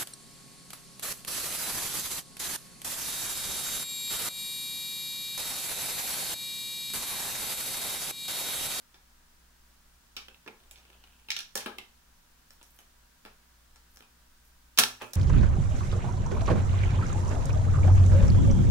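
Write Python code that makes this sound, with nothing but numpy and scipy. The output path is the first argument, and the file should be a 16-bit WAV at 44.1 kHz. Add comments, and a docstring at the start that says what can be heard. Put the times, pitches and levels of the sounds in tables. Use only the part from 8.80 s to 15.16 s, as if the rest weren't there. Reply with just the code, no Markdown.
"""Pens and art tools on a board desk in a small bare room, heard from a camera's stereo microphone above.
Mains hum, a faint fan and hiss lie under it all. After one faint tap, tools are picked up and knocked
together from 1.4 to 3 s: each contact is a short crack that rings desk and barrels, and many rebound once.
Light taps and soft rubbing follow. At 6 s comes the hardest clatter, with a thin ring, then two last taps."""
import sys
import numpy as np
from scipy import signal
from scipy.fft import rfft, irfft, next_fast_len
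from scipy.io import wavfile
from scipy.ndimage import uniform_filter1d, map_coordinates

SR = 44100
rng = np.random.default_rng(int(sys.argv[2]) if len(sys.argv) > 2 else 0)


def materialize(psi):
    """Save the field psi as 16-bit PCM at rate SR to the path in sys.argv[1].

    A 1-D psi becomes a single channel; in a 2-D psi each row is a channel.
    """
    bounded = np.clip(np.atleast_2d(psi).T, -1, 1)
    quanta = np.round(bounded * 32767).astype(np.int16)
    wavfile.write(sys.argv[1], SR, quanta)


N = 280476


def amp(db):
    """Decibels to gain."""
    return 10 ** (np.asarray(db) / 20)


def unit(x):
    """x at rms 1."""
    return x / np.sqrt(np.mean(x ** 2) + 1e-20)


def along(points, hz):
    """(Hz, value) points read on a log axis."""
    freqs, values = np.transpose(points)
    return np.interp(np.log(hz + 1), np.log(freqs + 1), values)


def filtered(x, response):
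    """x shaped by a function of frequency."""
    n = x.shape[-1]
    padded = next_fast_len(n + 8192)
    return irfft(rfft(x, padded) * response(np.fft.rfftfreq(padded, 1 / SR)), padded)[..., :n]


def bandpass(hz, centre_hz, octaves):
    """A causal band-pass response around a centre."""
    half = 2 ** (max(octaves, .1) / 2)
    return signal.freqs(*signal.butter(2, [centre_hz / half, centre_hz * half], 'band', analog=True), hz)[1]


def add(track, s, x):
    """Mix x into track from time s."""
    start = max(round(s * SR), 0)
    part = track[:, start:start + x.shape[-1]]
    part += x[..., :part.shape[-1]]


def stereo(noise, likeness):
    """Two unrelated noises become left and right with the given correlation."""
    turn = np.arccos(np.clip(likeness, -1, 1)) / 2
    mid, side = np.cos(turn) * noise[0], np.sin(turn) * noise[1]
    return np.array([mid + side, mid - side])


def ringing(modes, t):
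    """Decaying sines from (Hz, dB, t60 in seconds) rows, at random phases."""
    phases = rng.uniform(0, 2 * np.pi, len(modes))
    onset = 1 - np.exp(-t / .00022)
    return onset * sum(amp(db - 60 * t / t60) * np.sin(2 * np.pi * hz * t + phase)
                       for (hz, db, t60), phase in zip(modes, phases))


# The room's air at the microphone. Each row: frequency in Hz, relative noise density in dB.
AIR_SPECTRUM = [(20, 22.5), (50, 5.5), (59, 22), (70, 6), (110, -2), (230, 1.5), (450, -5), (950, -2.5),
                (1600, 0), (2100, -5.5), (3200, -5.5), (6000, -6), (11000, -10), (16000, -10)]
# Its stereo image. Each row: frequency in Hz, left-right correlation.
AIR_LIKENESS = [(60, 0.98), (150, 0.51), (380, 0), (950, 0.18), (2400, 0.054), (15000, 0)]
# Mains, fan and electronics. Each row: frequency in Hz, rms level in dB.
HUM_LINES = [(59.6, -68.5), (119, -83), (167, -81), (237, -82.5), (958, -84), (15563, -82.5)]
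def room_tone(air_db, waver_rad):
    """Steady air noise, near mono in the bass, with slightly unsteady hum lines in the centre."""
    t, hz = np.arange(N) / SR, np.fft.rfftfreq(N, 1 / SR)
    noise = stereo(rfft(rng.standard_normal((2, N))), along(AIR_LIKENESS, hz))
    air = irfft(noise * amp(along(AIR_SPECTRUM, hz)), N)
    hum = np.zeros(N)
    for line_hz, db in HUM_LINES:
        drift = map_coordinates(rng.standard_normal(32), [t * 4], mode='mirror')
        hum += np.sqrt(2) * amp(db) * np.sin(2 * np.pi * line_hz * t + waver_rad * drift)
    return amp(air_db) * unit(air) + hum


# The bare room's tail. Each row: frequency in Hz, time to fall 60 dB (t60) in seconds.
ROOM_DECAY = [(100, 0.31), (300, 0.36), (1000, 0.28), (3000, 0.27), (6000, 0.28), (10000, 0.22),
              (16000, 0.26)]
# What the walls send back. Each row: frequency in Hz, relative level in dB.
WALL_COLOUR = [(100, -36), (300, -1), (1000, 7.5), (3000, 2), (6000, 3), (10000, 2.5), (16000, -3)]
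# The tail's stereo image. Each row: frequency in Hz, left-right correlation.
ROOM_LIKENESS = [(100, 0.58), (250, 1), (600, 1), (1500, 0.097)]
def room(tail_db, wall_db, late_db, wall_s, build_s):
    """The room's impulse response from the desk: a near wall's echo and a short diffuse tail."""
    hz, t, noise = signal.stft(rng.standard_normal((2, SR // 2)), SR, nperseg=256)
    hz = hz[:, None]
    fall_db = -60 * t / along(ROOM_DECAY, hz)
    fading = amp(fall_db) + amp(late_db + fall_db / 2)  # a weak part lingers twice as long
    spectrum = stereo(noise, along(ROOM_LIKENESS, hz)) * fading * amp(along(WALL_COLOUR, hz))
    tail = signal.istft(spectrum, SR, nperseg=256)[1]
    t = np.arange(tail.shape[1]) / SR
    build_up = 1 - np.exp(-(t / build_s) ** 2)
    answer = amp(tail_db) * unit(tail * build_up) / np.sqrt(len(t))
    echo_s = wall_s + rng.normal(0, .0004)  # the tool moves, so the echo shifts
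    add(answer, echo_s, amp(wall_db) * np.ones((2, 1)))
    return answer


# Tools and fingers sliding over the desk. Each row: start in seconds, length in seconds,
# centre in Hz, half-width in octaves, level at the crest in dB.
RUBS = [(1.722, 0.63, 559, 1.3, -72.5), (1.887, 0.65, 2925, 0.29, -70), (3.685, 0.085, 14100, 0.55, -64.5),
        (3.813, 0.23, 13520, 0.76, -65), (5.083, 0.13, 13220, 0.81, -68), (5.627, 0.076, 14000, 1.16, -66),
        (6.12, 0.32, 7000, 1.4, -69), (6.197, 0.057, 1146, 1.7, -44.5)]
def slides(grain_db):
    """Soft rubbing swells and fades, made uneven by the grain of the board."""
    out = np.zeros((2, N))
    for s, length_s, centre_hz, octaves, db in RUBS:
        size = int(length_s * SR)
        grain = amp(grain_db * unit(uniform_filter1d(rng.standard_normal(SR), 200)))
        friction = stereo(rng.standard_normal((2, SR)), likeness=.735) * grain
        rub = filtered(friction, lambda hz: np.exp(-(np.log2((hz + 1) / centre_hz) / octaves) ** 2))
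        add(out, s, amp(db) * unit(rub)[:, :size] * np.sqrt(np.hanning(size)))
    return out


# Fingers shifting the tools. Each row: start in seconds, end in seconds, base strength in dB.
FINGERING = [(1.749, 2.42, -61.5), (5.123, 5.24, -56)]
def finger_ticks(per_s):
    """Faint, unevenly spaced touches, as rows like TOOL_CONTACTS without the rebound."""
    weight_db, hard_db, note_hz, room_db = -14.5, -7.5, 3000, -4
    rows = []
    for start, end, db in FINGERING:
        count = max(round((end - start) * per_s), 1)
        for k, (when, force) in enumerate(rng.uniform(0, 1, (count, 2))):
            s = start + (end - start) * (k + when) / count
            rows.append((s, db + 6 * force - 1.5, weight_db, hard_db, note_hz, room_db))
    return rows


# The desk top's slow modes. Each row: frequency in Hz, relative level in dB, t60 in seconds.
DESK_TOP_MODES = [(92, -19, 0.37), (115.8, -1.5, 0.53), (210, 9.5, 0.23), (249, 8, 0.36), (386, -9, 0.42),
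                  (439.6, 8, 0.26), (863, 3, .2)]
def desk_boom(db):
    """The desk top rings on low after a thud, in the centre of the image."""
    return amp(db) * ringing(DESK_TOP_MODES, np.arange(SR // 2) / SR)


# The hardest struck tool. Each row: frequency in Hz, relative level in dB, t60 in seconds.
TOOL_MODES = [(2643, -13, 0.15), (2910, -9, 0.26), (3350, -21.5, 0.33), (3980, 0, 0.21), (4430, 3, 0.14),
              (5420, -13, 0.31), (6270, -26, 0.28), (6395, -9, 0.18), (6740, -23, 0.19), (7800, -9, 0.31),
              (9400, -18, 0.16), (11500, -4, 0.17)]
def thin_ring(db):
    """A hard blow wakes a tool's high modes, at separate phases left and right."""
    t = np.arange(12000) / SR
    return amp(db) * np.array([ringing(TOOL_MODES, t), ringing(TOOL_MODES, t)])


MEDIUM_DB = -35  # strength of a medium contact
def barrel_pings(contacts, t60_s):
    """A light tap rings a barrel's note, which lingers in the room; hard tips favour its overtone."""
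    t, notes = np.arange(SR // 4) / SR, np.zeros((1, N))
    for s, db, weight_db, hard_db, hz, _, _ in contacts:
        if db < -19:  # harder blows rattle instead of ringing one note
            muting_db = max(weight_db + 6.5, 0)  # weight on the desk mutes the barrel
            level_db = -41 + .75 * (db - MEDIUM_DB) - muting_db
            note = (hz, level_db - .1 * hard_db, t60_s)
            overtone = (2.1 * hz, level_db + hard_db - 1, t60_s)  # second bending mode
            add(notes, s, ringing([note, overtone], t)[None])
    answer = room(tail_db=-7.5, wall_db=-12, late_db=-24, wall_s=.01, build_s=.017)
    return notes + signal.fftconvolve(notes, answer, axes=1)[:, :N]


# Resonances of the desk board and of the barrels. Each row: frequency in Hz, width in Hz, gain in dB.
BOARD_RESONANCES = [(103.5, 7.7, 18.5), (233, 20, 4), (377, 16, 7.5), (573, 95, -6.5), (824, 164, 9),
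                    (1190, 27, -42), (1373, 47, 3), (1720, 190, 7.5)]
BARREL_RESONANCES = [(2420, 600, 8), (3120, 550, -3), (3850, 1400, -6), (5510, 410, 5.5), (9500, 130, 3),
                     (14200, 580, -6)]
# The desk as the microphone hears it. Each row: frequency in Hz, left minus right in dB.
MIC_BALANCE = [(200, -6.5), (1000, 1), (4000, -1.5), (8000, -1.5), (11500, -4.5), (14500, -1)]
def path_to_microphone(hz, left_lag_s):
    """A blow passes through the ringing desk and barrels and reaches the nearer, right port first."""
    bodies = 1 + sum(amp(db) * 1j * hz * width / (centre ** 2 - hz ** 2 + 1j * hz * width)
                     for centre, width, db in BOARD_RESONANCES + BARREL_RESONANCES)
    balance = amp(np.outer([1, -1], along(MIC_BALANCE, hz)) / 2)
    delay = np.exp(-2j * np.pi * np.outer([left_lag_s, 0], hz))
    return bodies * balance * delay


# The bands of one blow. 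In order: base width in octaves of thud, knock, click and tick.
BAND_OCTAVES = [1.29, 1.016, 1.366, 1.49]
def blow(db, weight_db, hard_db, note_hz):
    """A snap and a brief chatter of surfaces, heard as a low thud, a knock, a click and a high tick."""
    size = 12000
    t, hz = np.arange(size) / SR, np.fft.rfftfreq(size, 1 / SR)
    t60_s = .029 * 2 ** (min(db - MEDIUM_DB, 0) / 49)  # lighter contacts are briefer
    chatter = unit(stereo(rng.standard_normal((2, size)), likeness=.34) * amp(-60 * t / t60_s))
    impulse = unit(signal.unit_impulse(size, round(.0005 * SR)))
    snap = amp(.5) * (.02 / t60_s) ** 2 * impulse  # the briefer the contact, the harder its snap
    crack = rfft(chatter + snap) * path_to_microphone(hz, left_lag_s=.0001256)
    knock_db = db + .5 + .5 * weight_db + .089 * max(db - MEDIUM_DB, 0)
    knock_hz = 1017 * 2 ** (-weight_db / 37)  # weight on the desk deepens the knock
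    thud_width, knock_width, click_width, tick_width = BAND_OCTAVES
    # high knocks and low clicks lie near a barrel's own notes and are purer
    knock_width *= min(1100 / knock_hz, 1) ** .69
    click_width *= min(note_hz / 3600, 1)
    bands = [(db + weight_db, 369, thud_width), (knock_db, knock_hz, knock_width),
             (db, note_hz, click_width), (db + hard_db, 8600, tick_width)]
    hit = sum(amp(level) * unit(irfft(crack * bandpass(hz, centre, width)))
              for level, centre, width in bands)
    return hit * np.sqrt(.005 * SR / size)  # each band has the energy of 5 ms at its level


# Tools meeting the desk and each other below the microphone. Each row: start in seconds, strength in dB,
# weight on the desk (thud over click) in dB, hardness (tick over click) in dB, barrel note in Hz,
# send to the room in dB, rebound delay in seconds (0 for none).
TOOL_CONTACTS = [(.143, -55.5, -10, -10, 3520, -3.5, 0.0031), (1.366, -34.5, -20, -11, 3740, -4, 0.0034),
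                 (1.483, -43.5, -11, -12.5, 2680, -9.5, 0), (1.545, -54.5, -14.5, -17, 2670, -9, 0),
                 (1.662, -55.5, 7, -29, 3086, -1, 0.0029), (1.677, -40, -6, -15, 2194, -11, 0.0052),
                 (1.911, -49, -18, 3, 3720, -4, 0), (1.958, -54, -19, -23.5, 3520, -2, .018),
                 (2.101, -56.5, -4.5, -7, 2850, -8, 0.0034), (2.239, -53.5, -13, -8, 2906, -7, .034),
                 (2.486, -42.5, -14.5, -12.5, 2720, -3.5, 0.00073),
                 (2.504, -24.5, -41.5, -15, 3750, -6.5, .0125), (2.565, -29, -28.5, -14, 3690, -5.5, 0),
                 (2.5896, -32.5, -30, -8, 4250, -8, 0.015), (2.7544, -34.5, -3.5, 4, 5070, -3.5, 0.0022),
                 (2.775, -34.5, -31, -1.5, 4244, -6.5, 0.0017),
                 (2.8049, -43.5, -32, -6, 3100, -0.5, 0.0024), (2.8602, -35, -2, -8, 3000, -4.5, .003),
                 (2.984, -34.5, -15.5, -9, 2680, -7.5, 0), (3.706, -54.5, -9, -21, 5380, -5.5, 0),
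                 (3.813, -55.5, -4.5, -14, 2822, -8.5, 0.0062), (3.829, -65, -4.5, 12, 4900, -4, 0),
                 (3.989, -54, -8.5, 0.5, 2994, -4.5, 0.015), (4.451, -47, -2.5, -7, 3490, -4.5, 0.0094),
                 (4.959, -58.5, -7, -19.5, 5410, -5, 0.001), (5.16, -63, -12, 4.5, 5740, -18, 0.03),
                 (5.171, -54.5, -6, -3, 5380, -8, 0), (5.206, -54, -2.5, -5, 3170, -12.5, 0.00056),
                 (5.975, -25.5, -23, -10, 4105, 2, 0.00043), (5.9867, -13, -17, 0, 4112, -8, 0.0018),
                 (5.996, -21.5, -16.5, 3.5, 4300, -7, 0.0042),
                 (6.0357, -19, -18.5, -11, 3843, -16, 0.00059), (6.219, -40.5, 2, -7, 2199, -2, 0.0039),
                 (6.3337, -46.5, -5.5, 10, 6000, -5, 0.021)]
def tool_knocks(rebound_loss_db):
    """Every contact, weaker rebound and finger tick sounds a blow, and the room answers it."""
    touches = [row[:-1] for row in TOOL_CONTACTS]
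    touches += [(s + gap, db - rebound_loss_db, *tone) for s, db, *tone, gap in TOOL_CONTACTS if gap > 0]
    touches += finger_ticks(per_s=12)
    out = np.zeros((2, N))
    for s, db, weight_db, hard_db, note_hz, room_db in touches:
        hit = blow(db, weight_db, hard_db, note_hz)
        answer = room(tail_db=1.5, wall_db=-7, late_db=-25.5, wall_s=.0063, build_s=.0052)
        add(out, s, hit)
        add(out, s, amp(room_db) * signal.fftconvolve(hit, answer, axes=1))
        thud_db = db + weight_db
        if thud_db > -60:  # faint thuds leave the desk top still
            add(out, s, desk_boom(thud_db - 20.5))
        if db > -19:
            add(out, s, thin_ring(db - 16))
    return out


def scene():
    """Tools on the desk in front, the tone of the room behind."""
    tools = tool_knocks(rebound_loss_db=4.5) + barrel_pings(TOOL_CONTACTS, t60_s=.034)
    return tools + slides(grain_db=4.5) + room_tone(air_db=-60, waver_rad=.65)


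def record(dry):
    """The camera rounds off peaks near full scale, drops the deepest rumble and cuts the highest treble."""
    ceiling, rumble_hz, top_hz = .88, 14, 15900
    rounded = dry / (1 + abs(dry / ceiling) ** 6) ** (1 / 6)
    passband = lambda hz: hz / np.hypot(hz, rumble_hz) * np.clip((top_hz + 150 - hz) / 300, 0, 1)
    return filtered(rounded, passband)


dry = scene()
out = record(dry)
materialize(out)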